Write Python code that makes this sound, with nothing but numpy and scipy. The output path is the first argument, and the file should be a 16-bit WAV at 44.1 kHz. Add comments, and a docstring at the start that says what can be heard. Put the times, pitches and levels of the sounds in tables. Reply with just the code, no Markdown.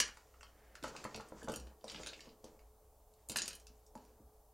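"""A hand rummages in a plastic bin of small toys in a quiet carpeted room, a metre from a nearly mono microphone.
A sharp click and knock open over hum, rumble, a thin tone, ventilation and hiss; cloth slides from 0.47 to 1.1 s.
Clicks, knocks and booms (chatter ringing damped modes) crowd 0.75-2.5 s, with rattle and scrape from random grains.
After a lull a burst of hard clicks comes at 3.3-3.5 s, the loudest since the opening click, then contacts thin out;
a short room tail follows every contact."""
import sys
import numpy as np
from scipy import signal
from scipy.fft import rfft, irfft
from scipy.io import wavfile
from scipy.ndimage import uniform_filter1d

SR = 44100
rng = np.random.default_rng(int(sys.argv[2]) if len(sys.argv) > 2 else 0)


def magnitude_from_level(level_db):
    """Linear magnitude for a level in decibels (20 dB per decade)."""
    exponent = np.asarray(level_db, float) / 20
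    return 10 ** exponent


def unload_audio(sound):
    """Save the sound as a 16-bit wav file, at the path given as the first command line argument."""
    columns = np.transpose(np.atleast_2d(sound))
    # keep every value between -1 and 1, then stretch to whole-number steps
    steps = np.round(np.clip(columns, -1, 1) * 32767)
    wavfile.write(sys.argv[1], SR, steps.astype(np.int16))


N = 199806


def level(x, db):
    """Scale to an rms level."""
    return x * magnitude_from_level(db) / np.sqrt(np.mean(x ** 2))


def curve(table):
    """Columns of a time table, interpolated to one value a sample."""
    s, *columns = np.transpose(table)
    return [np.interp(np.arange(N) / SR, s, c) for c in columns]


def colour(x, shape):
    """Filter a noisy signal by a (Hz, dB) response, linear in dB over log frequency."""
    hz, db = np.transpose(shape)
    bins_hz = np.arange(len(x) // 2 + 1) * SR / len(x) + 1  # +1 keeps the log finite
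    gain_db = np.interp(np.log(bins_hz), np.log(hz), db)
    return irfft(rfft(x) * magnitude_from_level(gain_db), len(x))


def narrow(hz, width_hz):
    """Noise in one resonance: the narrower, the slower its level wavers."""
    b, a = signal.iirpeak(hz, hz / width_hz, fs=SR)
    return signal.lfilter(b, a, rng.standard_normal(N))


def flurries(rate_hz, depth_db):
    """Gain that takes random dB values at rate_hz and glides between them."""
    hold = int(SR / rate_hz)
    steps = np.repeat(rng.standard_normal(N // hold + 1), hold)
    return magnitude_from_level(depth_db * uniform_filter1d(steps, hold)[:N])


def grains(rate_hz, scatter_db):
    """Tiny contacts at random times, some louder than the rest."""
    loudness_db = scatter_db * np.minimum(rng.exponential(size=N), 4)
    size = magnitude_from_level(loudness_db) * rng.choice([-1, 1], N)
    return size * (rng.random(N) < rate_hz / SR)


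def blows(table, modes, chatter_ms, first_db):
    """Each blow is a brief chatter of contacts that rings the damped modes near its centre pitch."""
    rise_ms = 1.3  # time constant
    out, t = np.zeros(N + 8192), np.arange(4096) / SR
    hz, db, t60 = np.transpose(modes)[:, :, None]
    for s, blow_db, centre_hz, spread_oct in table:
        # where the blow lands sets how hard each mode moves; neighbours swing in opposite sense
        place = magnitude_from_level(1.5 * rng.standard_normal(hz.shape)) * (-1) ** np.arange(len(hz))[:, None]
        near = np.exp(-.5 * (np.log2(hz / centre_hz) / max(spread_oct, .1)) ** 2)
        detune = 1 + .03 * rng.standard_normal(hz.shape)  # no two pieces are quite the same size
        decay = np.exp(-np.log(1000) * t / t60)
        ring = (magnitude_from_level(db) * near * place * np.sin(2 * np.pi * hz * detune * t) * decay).sum(0)
        # some blows chatter longer
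        lasts_ms = max(chatter_ms, .2) * np.exp(.25 * rng.standard_normal())
        contacts = rng.standard_normal(len(t)) * np.exp(-1000 * t / lasts_ms)
        contacts *= 1 - np.exp(-1000 * t / rise_ms)  # the pieces meet edge first, then fully
        # one firm contact, relative to the whole chatter
        contacts[int(rise_ms * SR / 1000)] += magnitude_from_level(first_db) * np.sqrt(np.sum(contacts ** 2))
        hit = signal.fftconvolve(contacts, ring)
        i = int(max(s, 0) * SR)
        # first 9 ms set to an rms of blow_db less 9.5 dB: chance changes the grain, not the loudness
        out[i:i + len(hit)] += magnitude_from_level(blow_db) * hit / np.sqrt(np.mean(hit[:400] ** 2)) / 3
    return out[:N]


def clicks():
    """Hard plastic parts click: small and heavily damped, they ring for a few ms."""
    # clicks: (time [s], level [dB], centre [Hz], spread [octaves])
    click_times = [(0.0004, -17.5, 5030, 1.3), (0.0251, -56, 2780, 1.4), (0.0782, -47, 6000, 1),
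                   (0.17, -54.5, 5940, 0.82), (0.4075, -55.5, 6700, 0.25), (0.4294, -49, 4500, 0.64),
                   (0.4653, -60, 2700, 0.4), (0.7522, -47.5, 2540, 1.8), (0.826, -46.5, 3000, 1.8),
                   (0.836, -39.5, 2500, 1.9), (0.8794, -46.5, 2760, 1.7), (0.9627, -41, 3000, 1.08),
                   (1.04, -39, 2620, 1.7), (1.1438, -38.5, 3350, 0.68), (1.1594, -42, 4800, 1.16),
                   (1.2058, -48, 3420, 1.2), (1.2845, -55.5, 9000, 0.61), (1.4295, -48.5, 4900, 1.9),
                   (1.443, -51, 8000, 0.88), (1.4842, -42, 4460, 1.1), (1.4964, -44.5, 4200, 1.8),
                   (1.518, -42.5, 9040, 1.4), (1.5374, -38.5, 3580, 1.5), (1.5584, -36.5, 9600, 0.8),
                   (1.5974, -49, 7400, 1.6), (1.6686, -54.5, 2450, 1.2), (1.8093, -63.5, 3920, 0.35),
                   (1.8412, -48, 5900, 0.7), (1.8796, -41.5, 4300, 0.63), (1.8966, -39, 3780, 0.52),
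                   (1.917, -45.5, 4800, 1.7), (1.9445, -41.5, 3500, 0.46), (1.9589, -41, 3130, 0.45),
                   (2.0318, -41, 3200, 0.93), (2.061, -39, 3600, 1), (2.0692, -35.5, 3980, 1.15),
                   (2.0874, -41, 3980, 0.21), (2.1311, -42, 2930, 0.73), (2.2049, -45.5, 4450, 0.8),
                   (2.2543, -55.5, 3800, 0.54), (2.2897, -55, 3870, 0.41), (2.4414, -49, 5800, 0.61),
                   (2.591, -63, 2900, 1.6), (3.1363, -64, 7000, 0.74), (3.2864, -39.5, 9620, 0.58),
                   (3.2954, -33, 9700, 1.4), (3.3174, -37.5, 9210, 1.8), (3.3583, -25.5, 2840, 1.9),
                   (3.3684, -27, 8200, 0.43), (3.3844, -28, 4630, 0.77), (3.4176, -28.5, 5470, 0.51),
                   (3.4567, -39.5, 5500, 0.88), (3.478, -31.5, 9230, 1.72), (3.5065, -44.5, 3280, 1.3),
                   (3.5294, -43.5, 5100, 1.15), (3.5508, -45, 9700, 0.53), (3.5974, -54.5, 8660, 1.6),
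                   (3.6676, -49, 6510, 1.4), (3.8636, -58.5, 6900, 0.42), (3.9524, -55.5, 6500, 0.59),
                   (3.975, -60, 4470, 1.1), (4.0494, -62, 5220, 1.3)]
    # modes of the small parts: (frequency [Hz], level [dB], t60 [s])
    part_modes = [(1519, 0.5, 0.0054), (2060, -0.5, 0.004), (2507, 0, 0.0048), (2990, 1, 0.0055),
                  (3520, 4.5, 0.0021), (4053, 1, 0.0045), (4800, -0.5, 0.0042), (5833, -2.5, 0.0051),
                  (6540, -1.5, 0.0036), (6636, 1, 0.0049), (7430, 1.5, 0.0025), (8470, 2, .003),
                  (9530, 4, 0.0019), (10845, -1, 0.0029), (11330, -2, 0.0024), (13500, -8.5, 0.0033),
                  (15000, -10.5, 0.0018)]
    return blows(click_times, part_modes, chatter_ms=3.8, first_db=-5.0)


def knocks():
    """A dull knock rings the modes of the bin wall it hits."""
    # knocks on the walls: (time [s], level [dB], centre [Hz], spread [octaves])
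    knock_times = [(0.0, -33.5, 2220, 0.94), (0.002, -40.5, 490, 0.41), (0.085, -46, 1390, 0.54),
                   (0.17, -48.5, 1360, 0.63), (0.339, -55.5, 1360, 0.65), (0.408, -50, 2020, 0.59),
                   (0.428, -48, 1385, 0.56), (0.752, -44.5, 1560, 0.4), (0.841, -30, 1000, 0.68),
                   (0.885, -44, 546, 0.55), (0.949, -42, 1110, 0.38), (1.05, -32, 1070, 0.51),
                   (1.147, -38.5, 525, 1.1), (1.174, -41.5, 596, 1.1), (1.198, -39, 990, 0.56),
                   (1.32, -38, 480, 0.77), (1.416, -48, 1710, 0.18), (1.424, -42, 496, 0.59),
                   (1.474, -39, 600, 0.61), (1.481, -30.5, 600, 0.79), (1.494, -32, 530, 0.9),
                   (1.53, -35, 520, 0.76), (1.559, -43, 490, 1.1), (1.841, -37, 627, 0.34),
                   (1.944, -42.5, 1920, 0.94), (1.996, -41, 520, 1.1), (2.069, -46, 483, 0.82),
                   (2.128, -49, 590, 0.24), (2.192, -51.5, 1900, 0.15), (2.271, -49.5, 450, 1.1),
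                   (2.44, -43, 596, 0.49), (2.452, -47, 479, 0.5), (2.591, -61.5, 2100, 0.28),
                   (3.295, -45, 500, 0.97), (3.358, -57.5, 1290, 0.6), (3.477, -49.5, 1940, 0.5),
                   (3.952, -40.5, 860, 0.26)]
    # modes of the bin walls: (frequency [Hz], level [dB], t60 [s])
    wall_modes = [(342, 2, 0.015), (462.6, -1.5, 0.065), (650, 1.5, 0.018), (823, -1, 0.034),
                  (912, 7, 0.0081), (1168, -7, 0.048), (1290, 0, 0.016), (1463, -0.5, 0.027),
                  (1805, -6.5, 0.036), (2169, 0, 0.016), (2744, -0.5, 0.014)]
    return blows(knock_times, wall_modes, chatter_ms=3.49, first_db=6.5)


def thuds():
    """A bump shakes the whole bin, which booms in its lowest modes."""
    # bumps: (time [s], level [dB])
    bumps = [(0.0, -48.5), (0.825, -41.5), (0.856, -46), (1.05, -44.5), (1.147, -44.5), (1.174, -45.5),
             (1.34, -47), (1.439, -42), (1.494, -39), (1.529, -52), (1.559, -43), (1.841, -50.5),
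             (1.944, -46.5), (1.997, -47.5), (2.271, -52.5), (2.439, -51.5), (3.295, -42.5), (3.36, -49),
             (3.421, -52), (3.475, -55.5), (3.696, -58), (3.952, -44.5), (4.199, -52.5)]
    # modes of the whole bin: (frequency [Hz], level [dB], t60 [s])
    boom_modes = [(126, -2, 0.043), (190.4, -3.5, 0.083), (248.3, 1.5, 0.057), (310, 1.5, 0.032)]
    centre_hz, spread_oct = 194, 1
    table = [(s, db, centre_hz, spread_oct) for s, db in bumps]
    return blows(table, boom_modes, chatter_ms=8.1, first_db=4.5)


def rummage():
    """Loose pieces rattle in flurries, each size in its own pitch range, and scrape the bin."""
    # pieces shifting under the hand: (time [s], rattle level [dB], scrape level [dB])
    motion = [(0.0, -76, -63), (0.146, -72, -78.5), (0.504, -83, -75.5), (0.8, -83, -71.5),
              (0.848, -64, -60), (1.068, -64, -60), (1.226, -71, -66.5), (1.492, -71.5, -67),
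              (1.664, -82, -64.5), (1.79, -83.5, -76.5), (1.894, -57.5, -62), (2.03, -63.5, -60),
              (2.128, -71, -70), (2.27, -71.5, -68.5), (2.42, -88.5, -78.5), (2.46, -74.5, -67),
              (2.7, -90, -78.5), (3.27, -87.5, -82.5), (3.3, -76.5, -59), (3.462, -63.5, -63),
              (3.56, -81.5, -73.5), (3.7, -80, -79), (3.94, -88, -80), (3.98, -78.5, -71),
              (4.15, -88, -73.5), (4.53, -93.5, -85)]
    # rattle response: (frequency [Hz], level [dB])
    rattle_shape = [(590, -39.5), (1000, 1), (1480, -9.5), (1840, -4.5), (2130, -7), (4050, -5),
                    (7030, 0.5), (9250, -8), (15500, -26.5)]
    # scrape response: (frequency [Hz], level [dB])
    scrape_shape = [(59, -30), (100, -2), (364, 0), (497, 2), (935, -6.5), (1130, -8), (2020, -22.5),
                    (2500, -24.5), (3250, -54), (5500, -120)]
    rattle_db, scrape_db = curve(motion)
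    shake, pieces = flurries(30., 3.9), 0
    for hz in 1200 * 1.6 ** np.arange(6):
        b, a = signal.butter(1, [hz / 1.3, hz * 1.3], "band", fs=SR)
        piece = signal.lfilter(b, a, grains(1403.0, 2.9))
        pieces = pieces + flurries(23.0, 3.5) * piece / np.sqrt(hz)
    rattle = level(colour(shake * pieces, rattle_shape), 0)
    scrape = level(colour(grains(800., 3.3), scrape_shape), 0)
    return magnitude_from_level(rattle_db) * rattle + magnitude_from_level(scrape_db) * scrape


def room(x):
    """Add a diffuse tail whose treble dies first."""
    # decay by band: (centre [Hz], t60 [s])
    decays = [(250, 0.32), (1400, 0.29), (4000, 0.22), (10000, 0.057)]
    tail_db, onset_s = -5, 0.0085
    t = np.arange(SR // 2) / SR
    tail = 0
    for hz, t60 in decays:
        band = signal.butter(2, [hz / 2.2, min(hz * 1.8, 20000)], "band", fs=SR, output="sos")
        noise = signal.sosfilt(band, rng.standard_normal(len(t)))
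        tail = tail + noise * np.exp(-np.log(1000) * t / t60) / np.sqrt(t60)
    tail = tail * np.clip(t / onset_s, 0, 1)  # reflections build up over a few ms
    gain = magnitude_from_level(tail_db) / np.sqrt(np.sum(tail ** 2))
    return x + gain * signal.fftconvolve(x, tail)[:N]


def hum():
    """A low hum of drifting pitch that wavers at random and swells now and then."""
    # swells: (time [s], level [dB], Gaussian sigma [s])
    hum_swells = [(0.0, -63, 0.087), (0.66, -70, 0.062), (0.88, -63, 0.036), (1.41, -71, 0.065),
                  (1.64, -51.5, 0.048), (2.01, -67.5, 0.056), (2.64, -61.5, 0.028), (3.63, -63, 0.06),
                  (4.26, -61, 0.02)]
    centre_hz, drift_rms_hz = 57., 4.
    base_db, waver_db = -71, 4
    t = np.arange(N) / SR
    drift = uniform_filter1d(uniform_filter1d(rng.standard_normal(N), size=2000), size=2000)
    phase = 2 * np.pi * np.cumsum(centre_hz + drift_rms_hz * level(drift, 0)) / SR
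    swells = sum(magnitude_from_level(db) * np.exp(-.5 * ((t - s) / sigma_s) ** 2) for s, db, sigma_s in hum_swells)
    return (magnitude_from_level(base_db) * flurries(14.0, waver_db) + swells) * level(np.sin(phase), 0)


def rumble():
    """Broad low resonance of noise, with its upper side rolled off."""
    centre_hz, width_hz, rms_db = 34.1, 68, -70.5
    return level(colour(narrow(centre_hz, width_hz), [(60, -2.5), (120, -16)]), rms_db)


def thin_tone():
    """A steady sine plus narrow noise at the same pitch, so its level wavers a little."""
    hz, width_hz, rms_db = 430., 8., -74
    steady = np.sin(2 * np.pi * hz * np.arange(N) / SR)
    return level(steady + level(narrow(hz, width_hz), -5.5), rms_db)


def ventilation():
    """Steady air noise: white noise through a fixed response."""
    # air response: (frequency [Hz], level [dB])
    air_shape = [(53, -20.5), (90, 2), (196, -20), (270, -24.5), (370, -35), (480, -5), (786, -3.5),
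                 (1200, -15), (1870, -35), (3500, -28), (13500, -20), (16000, -22.5)]
    return level(colour(rng.standard_normal(N), air_shape), -71)


def preamp_hiss():
    """White noise through a fixed response, for the preamp."""
    # hiss response: (frequency [Hz], level [dB])
    hiss_shape = [(59, -33), (100, -7.5), (595, -9.5), (3780, -18), (6420, -2.5), (16000, -3)]
    return level(colour(rng.standard_normal(N), hiss_shape), -81.5)


def swish():
    """Cloth sliding, a band of noise heard only while the arm reaches out."""
    start_s, end_s, ramp_s = 0.47, 1, 0.12
    centre_hz, width_hz, rms_db = 1700., 500., -75
    times = [start_s, start_s + ramp_s, end_s, end_s + ramp_s]
    gain = np.interp(np.arange(N) / SR, times, [0, 1, 1, 0])
    return gain * level(narrow(centre_hz, width_hz), rms_db)


def scene():
    """Toys in the room over the background, alike in both channels."""
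    toys = clicks() + knocks() + thuds() + rummage() + swish()
    background = hum() + rumble() + thin_tone() + ventilation()
    mid = room(toys) + background
    return np.array([mid, mid])


def top_cut(x):
    """Nothing passes above 16.5 kHz."""
    return signal.sosfilt(signal.butter(12, 16500, fs=SR, output="sos"), x)


def record(dry):
    """Preamp hiss enters the channels in opposite sense; a steep low-pass cuts the top."""
    top_hz = 15800
    noisy = dry + preamp_hiss() * np.array([[1], [-1]])
    low_pass = signal.ellip(8, .2, 60, top_hz, fs=SR, output="sos")
    mix = signal.sosfilt(low_pass, noisy)
    return top_cut(mix)


dry = scene()
out = record(dry)
unload_audio(out)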